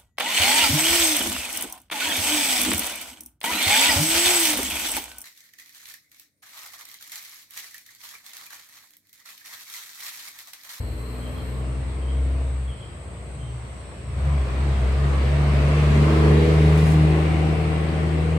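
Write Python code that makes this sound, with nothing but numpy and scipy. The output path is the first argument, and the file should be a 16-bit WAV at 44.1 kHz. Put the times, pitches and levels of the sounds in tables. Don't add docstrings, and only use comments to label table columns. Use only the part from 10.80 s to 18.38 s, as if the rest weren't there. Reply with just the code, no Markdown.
import sys
import numpy as np
from scipy import signal
from scipy.fft import rfft, irfft, next_fast_len
from scipy.io import wavfile
from scipy.ndimage import uniform_filter1d, map_coordinates

SR = 44100
rng = np.random.default_rng(int(sys.argv[2]) if len(sys.argv) > 2 else 0)


def to_wav(s):
    ch = np.atleast_2d(s).T
    pcm = np.round(np.clip(ch, -1, 1) * 32767)
    wavfile.write(sys.argv[1], SR, pcm.astype(np.int16))


N = 334278


# [t/s, left minus right level/dB]
VEHICLE_PAN = [(0, 1.5), (5.8, 0.34), (6.7, 1.83)]


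def vehicle():
    firing_hz, effort_db, near_db, bearing = motion()
    sound = exhaust(firing_hz, effort_db, near_db, bearing)
    sound = sound + road_noise(firing_hz, effort_db, near_db, bearing)
    sound = sound + silencer(effort_db, near_db, bearing) + turbocharger(near_db)
    pan_db, = curves(VEHICLE_PAN)
    return sound * amp([pan_db / 2, -pan_db / 2])


# [t/s, firing rate f/Hz]
ENGINE_SPEED = [(0, 58.27), (0.58, 63.33), (0.88, 63.33), (1.12, 64.7), (1.6, 66.6), (1.85, 64.67),
                (3.2, 65.06), (3.4, 67.24), (4.0, 66.6), (4.6, 71.18), (5.3, 74.9), (5.95, 77.22),
                (6.85, 78.3), (7.3, 78.85), (7.58, 79.56)]
# [t/s, effort level/dB]
THROTTLE_EFFORT = [(0, -5), (.5, -2.5), (1.62, -4), (1.97, -7.5), (3.27, -7), (3.46, -1), (5.2, 0.34)]
# [t/s, position along the road from the nearest point/m]
ROAD_POSITION = [(0, -61.5), (3.3, -43), (5.5, 0.5), (7.58, 34.5)]
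DISTANCE_M = 20.2


def motion(surge_hz=4.66, decay_s=1.03):
    firing_hz, = curves(ENGINE_SPEED)
    effort_db, = curves(THROTTLE_EFFORT)
    position_m, = curves(ROAD_POSITION)
    settling = np.exp(-np.maximum(clock() - SURGE_S, 0) / decay_s)
    bearing = np.arctan2(position_m, DISTANCE_M)
    near_db = 20 * np.log10(np.cos(bearing))
    return firing_hz + surge_hz * rocking() * settling, effort_db, near_db, bearing


SURGE_S, SURGE_PER_S = 3.42, 2.76


def rocking():
    return np.sin(2 * np.pi * SURGE_PER_S * np.maximum(clock() - SURGE_S, 0))


def exhaust(firing_hz, effort_db, near_db, bearing, rasp_effort=1.53, drone_effort=1.3):
    firing = 2 * np.pi * np.cumsum(firing_hz) / SR
    crank = firing / 3
    beamed = amp(rasp_effort * effort_db) * rasp(firing, bearing)
    beamed = beamed + amp(drone_effort * effort_db) * drone(crank, bearing)
    return boom(firing, firing_hz, near_db, bearing) + hum(crank) + lope(crank) + amp(near_db) * beamed


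# [t/s, level/dB before the rocking]
BOOM_LEVEL = [(0.0, -32), (0.12, -31.5), (0.57, -33.5), (0.86, -27), (1.14, -28.5), (1.41, -20.5),
              (1.9, -27), (1.98, -44), (2.7, -34.5), (3.19, -42.5), (3.44, -21), (3.61, -19.5), (3.69, -28),
              (3.82, -20.5), (5.93, -18.5), (7.09, -26), (7.54, -22), (7.58, -22.5)]
# [f/Hz, level/dB over the boom]
OCTAVE_RESPONSE = [(120, -6), (127, -6), (132, -16), (136, -11.5), (140, -4.5), (148, 1.5), (155, 0.5),
                   (158, 0.5)]
# [level/dB, bearing/deg, half width/deg, loss off the beam/dB]
OCTAVE_LOBE = (2.4, 28, 12, 3.7)


def boom(firing, firing_hz, near_db, bearing, resonance_hz=149, width_hz=4, rock_db=1.3):
    dip = amp(-rock_db * rocking() * amp(2 * near_db))
    octave = beam(bearing, *OCTAVE_LOBE) * amp(along(OCTAVE_RESPONSE, 2 * firing_hz) + 0.83 * wobble(9))
    turn = np.pi / 2 - np.arctan((2 * firing_hz - resonance_hz) / width_hz)
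    level, = amp(curves(BOOM_LEVEL))
    return -np.sqrt(2) * level * dip * (np.cos(firing) + octave * np.cos(2 * firing + turn))


# [harmonic of the firing rate, level/dB, bearing/deg, half width/deg, loss off the beam/dB]
RASP_LOBES = [(3, -30, -8, 26, 10), (4, -31.5, 32.5, 22, 16)]


def rasp(firing, bearing, pipe_lag=.46):
    out = 0
    for k, *shape in RASP_LOBES:
        harmonic = -np.sqrt(2) * np.cos(k * firing + (k - 1) * pipe_lag)
        out = out + beam(bearing, *shape) * amp(2.45 * wobble(12)) * harmonic
    return out


# [multiple of the crank speed, front level/dB, side level/dB, rear level/dB]
PIPE_ORDERS = [(10.48, 3, -25, -4.5), (10.87, -6, -22, -2), (12.05, -9.5, -25, -4.5), (12.92, -2, -1, -1.5),
               (14, 3, -20, 1.5), (15.16, 0.5, -20, -18), (16.02, -8, 2, -15), (16.96, -5, -3.5, -2.5),
               (18.11, -9, -4, -7), (18.95, 1, -7.5, -25), (21.16, -3.5, -16.5, -9), (23.95, -13, -24, -14)]
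# [level/dB, bearing/deg, half width/deg, loss off the beam/dB]
PIPE_LOBES = [(-33.5, -38.5, 26.6, 27), (-23.5, 3.5, 22.7, 19), (-24, 75, 31, 19)]


def drone(crank, bearing):
    multiples, *views = np.transpose(PIPE_ORDERS)
    out = 0
    for shape, levels in zip(PIPE_LOBES, views):
        lines = orders(crank, zip(multiples, levels), smear=0.77, rate=10, spread=0.47, fading_db=4)
        out = out + beam(bearing, *shape) * lines
    return out


# [multiple of the crank speed, relative level/dB]
LUG_ORDERS = [(9, -6), (12, 1), (13, -8), (15, -7), (16, -6.5), (20, -9), (21, -5), (22, -7), (24, -12),
              (25, -7), (30, -9)]


def hum(crank, level_db=-42, end_s=1.85, release_s=0.21):
    lugging = amp(level_db) * np.clip((end_s - clock()) / release_s, 0, 1)
    return lugging * orders(crank, LUG_ORDERS, smear=.6, rate=8, spread=.35, fading_db=2.6)


# [multiple of the crank speed, relative level/dB]
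LOPE_ORDERS = [(2.5, -1), (3.5, -5), (4, 8.5), (4.5, 4.5), (5, -7), (5.5, 8), (6.5, 1.5), (7, -4.5)]
# [t/s, level/dB]
LOPE_SWELL = [(0, -37.5), (2.1, -39.5), (3.1, -39.5), (3.5, -31), (4.5, -37), (5.5, -41), (6.5, -41),
              (7.58, -32)]


def lope(crank):
    level, = amp(curves(LOPE_SWELL))
    return level * orders(crank, LOPE_ORDERS, smear=0.76, rate=9, spread=0.064, fading_db=4.5)


# [f/Hz, relative level/dB per Hz]
BODY_SPECTRUM = [(15, -8), (35, -6.5), (60, 3), (120, 3.5), (190, 5), (260, -2.5), (340, -1), (480, -1),
                 (650, -3), (900, -17.5), (2000, -56)]
ROAR_SPECTRUM = [(300, -50), (600, -3), (760, -6.5), (920, -5.5), (1100, -3), (1500, -10.5), (2000, -15),
                 (4000, -76)]
HISS_SPECTRUM = [(900, -26), (1500, -7), (2100, 0), (2800, -4.5), (3400, -14), (5000, -43.5), (9000, -64)]
AIR_SPECTRUM = [(2000, -9), (3200, 0.5), (4200, 0), (5600, -8), (7500, -11), (9200, -14), (10500, -21),
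                (12500, -22), (16000, -32)]
NOISE_SWELLS = {"body": (-28, 0.97, 1.5, 0.5, 23, 19), "roar": (-33.3, 1.34, -1.1, 3, -4.5, 8.5),
                "hiss": (-36.5, 1.08, 1.3, 1.5, -24.5, 13), "air": (-42.5, 1.07, -0.7, 2.1, -5, 26)}


def road_noise(firing_hz, effort_db, near_db, bearing):
    def gain(name):
        db, share, rear_db, lobe_db, centre_deg, width_deg = NOISE_SWELLS[name]
        level_db = db + near_db + share * effort_db + rear_db * np.sin(bearing)
        return amp(level_db) * beam(bearing, lobe_db, centre_deg, width_deg, lobe_db)

    def puffs(depth):
        return unit(1 + depth * np.cos(2 * np.pi * np.cumsum(firing_hz) / SR))

    body = gain("body") * puffs(0.16) * rush(BODY_SPECTRUM, patchy_db=1.5)
    roar = gain("roar") * puffs(0.054) * rush(ROAR_SPECTRUM, patchy_db=1.5)
    hiss = gain("hiss") * rush(HISS_SPECTRUM, patchy_db=1.08)
    air = gain("air") * rush(AIR_SPECTRUM, patchy_db=1.9)
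    return body + roar + hiss + air


def silencer(effort_db, near_db, bearing):
    lobe = beam(bearing, db=-35, centre_deg=45, width_deg=19, depth_db=16.5)
    return amp(near_db + effort_db) * lobe * narrow(746, width_hz=130)


# [t/s, whistle f/Hz]
TURBO_PITCH = [(1.9, 7290), (2.7, 5950), (3.25, 5400), (3.8, 6200), (5, 9100), (5.5, 9687), (6.6, 8800),
               (7.58, 8700)]


def turbocharger(near_db, level_db=-60.5, fade_s=0.85):
    hz, = curves(TURBO_PITCH)
    rise = np.clip((clock() - TURBO_PITCH[0][0]) / fade_s, 0, 1)
    whistle = unit(0.87 * narrow(hz, width_hz=1100) + narrow(hz, width_hz=260))
    return amp(level_db + near_db) * rise * whistle


# [f/Hz, relative level/dB per Hz]
CRICKET_SPECTRUM = [(6500, -43), (7400, -10.5), (7750, -10), (8200, -4.5), (8700, -6), (9000, -19),
                    (10000, -45), (12000, -61)]
BUZZ_SPECTRUM = [(3600, -63), (4000, -3), (4260, 0), (4600, -14), (6000, -50), (10000, -18), (11300, -16),
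                 (12050, -5), (12700, -14), (13500, -22.5), (16000, -35)]
# [f/Hz, level/dB, end of song t/s]
NEAR_SINGERS = [(7910, -61.5, 3.9), (8020, -69, 8), (8250, -65.5, 8), (8670, -69.5, 8)]


def insects():
    chorus = amp(-55.5) * rush(CRICKET_SPECTRUM, patchy_db=-1.0)
    for hz, db, end in NEAR_SINGERS:
        fade = np.clip((end - clock()) * 10, 0, 1)
        chorus = chorus + amp(db) * fade * narrow(hz, width_hz=70)
    buzz_db, = curves([(0, -54.5), (.7, -57), (.82, -64), (.9, -110)])
    balance = amp([[-.4], [.4]])
    return chorus * balance + amp(buzz_db) * rush(BUZZ_SPECTRUM, patchy_db=3.0)


# [t/s, level/dB before the direct and echo gains, length/s]
CHIRP_TIMES = [(0.413, -50, 0.082), (0.555, -49, 0.052), (1.213, -52.5, 0.045), (1.276, -48.5, 0.041),
               (1.871, -47, 0.061), (1.999, -48, 0.05), (2.584, -54.5, 0.057), (2.647, -53.5, 0.046),
               (3.91, -53, 0.1)]


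def chirps(pitch_hz=3180, fall=0.03, waver_hz=95, burr=.75, burr_hz=48, ring_s=0.69, wet_db=-3):
    t, envelope, sag = clock(), np.zeros(N), np.zeros(N)
    for start, db, length in CHIRP_TIMES:
        progress = (t - start) / length
        inside = (progress > 0) & (progress < 1)
        u = progress[inside]
        pulsing = 1 - burr * np.cos(2 * np.pi * burr_hz * (t[inside] - start))
        envelope[inside] += amp(db) * pulsing * np.sqrt(np.abs(np.sin(np.pi * u)))
        sag[inside] = u - .5
    hz = pitch_hz * (1 - fall * sag) + waver_hz * wobble(230)
    tone = np.sqrt(2) * np.sin(2 * np.pi * np.cumsum(hz) / SR)
    call = envelope * amp(1.6 * wobble(60)) * tone
    tail = rng.standard_normal((2, SR // 2)) * amp(-60 * t[:SR // 2] / ring_s)
    echo = signal.fftconvolve(call[None], tail / np.linalg.norm(tail[0]), axes=1)[:, :N]
    return 0.5 * call + amp(wet_db) * echo


# [peak t/s, level/dB, rise time constant/s, fall time constant/s]
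STRAW_RUSTLES = [(5.455, -59, .008, 0.014), (5.74, -57, 0.011, .015), (5.865, -62, .006, .01),
                 (5.977, -43, 0.0024, .012), (6.07, -46, 0.18, 0.047), (6.115, -46, .02, 0.044)]


def straw(grain_db=3):
    t, envelope = clock(), np.zeros(N)
    for peak, db, rise, fall in STRAW_RUSTLES:
        envelope += amp(db) * np.exp(-np.maximum((peak - t) / rise, (t - peak) / fall))
    grains = rng.standard_normal((2, N)) * amp(grain_db * wobble(900))
    spectrum = [(1000, -24), (4000, 0), (9000, 3), (12000, -6), (16000, -11)]  # f/Hz, level/dB
    return envelope * stereo(grains, spectrum)


def background():
    return amp(-75) * rng.standard_normal((2, N))


def beam(bearing, db, centre_deg, width_deg, depth_db):
    lobe = np.exp(-((np.degrees(bearing) - centre_deg) / width_deg) ** 2)
    return amp(db) * (lobe + amp(-depth_db) * (1 - lobe))


def orders(crank, table, smear, rate, spread, fading_db):
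    out = np.zeros((2, N))
    ears = np.array([[1], [-1]])
    for multiple, db in table:
        phase = multiple * crank + rng.uniform(0, 2 * np.pi) + smear * wobble(rate)
        out += amp(db + fading_db * wobble(6)) * np.sin(phase + spread * wobble(1.96) * ears)
    return unit(out)


def narrow(hz, width_hz):
    phase = 2 * np.pi * np.cumsum(hz * np.ones(N)) / SR
    ears = [wobble(width_hz) * np.cos(phase) + wobble(width_hz) * np.sin(phase) for _ in range(2)]
    return unit(np.array(ears))


def rush(spectrum, patchy_db):
    z = signal.stft(rng.standard_normal((2, N)), nperseg=1024)[2]
    field = rng.standard_normal(z.shape[1:])
    field = uniform_filter1d(field, size=4, axis=0)
    field = uniform_filter1d(field, size=10, axis=1)
    patchy = signal.istft(z * amp(patchy_db * unit(field)), nperseg=1024)[1][:, :N]
    return stereo(patchy, spectrum)


# [f/Hz, left-right correlation]
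EAR_CORRELATION = [(60, 0.19), (160, 0.83), (300, 0.84), (600, 0.59), (1200, 0), (4000, 0.025),
                   (12000, 0.056)]


def stereo(pair, spectrum):
    def response(hz):
        turn = np.arccos(np.clip(along(EAR_CORRELATION, hz), -1, 1)) / 2
        return amp(along(spectrum, hz)) * np.array([np.cos(turn), np.sin(turn)])
    mid, side = filtered(pair, response)
    return unit(np.array([mid + side, mid - side]))


def filtered(x, response):
    m = next_fast_len(N + SR // 2)
    return irfft(rfft(x, m) * response(np.fft.rfftfreq(m, 1 / SR)), m)[..., :N]


def wobble(rate):
    knots = rng.standard_normal(int(N * rate / SR) + 4)
    fine = np.arange(0, len(knots) - 1, 1 / 16)
    return np.interp(clock() * rate, fine, map_coordinates(knots, [fine]))


def curves(rows):
    s, *cols = np.transpose(rows)
    return [np.interp(clock(), s, c) for c in cols]


def along(points, hz):
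    f, v = np.transpose(points)
    return np.interp(np.log(hz + 1), np.log(f + 1), v)


def clock():
    return np.arange(N) / SR


def unit(x):
    return x / np.sqrt(np.mean(x ** 2) + 1e-20)


def amp(db):
    return 10 ** (np.asarray(db) / 20)


def scene():
    return vehicle() + insects() + chirps() + straw() + background()


def record(dry, top_hz=15800, fade_s=.004):
    t = clock()
    fade = np.clip(np.minimum(t, t[-1] - t) / fade_s, 0, 1)
    return filtered(dry * fade, lambda hz: hz < top_hz)


dry = scene()
out = record(dry)
to_wav(out)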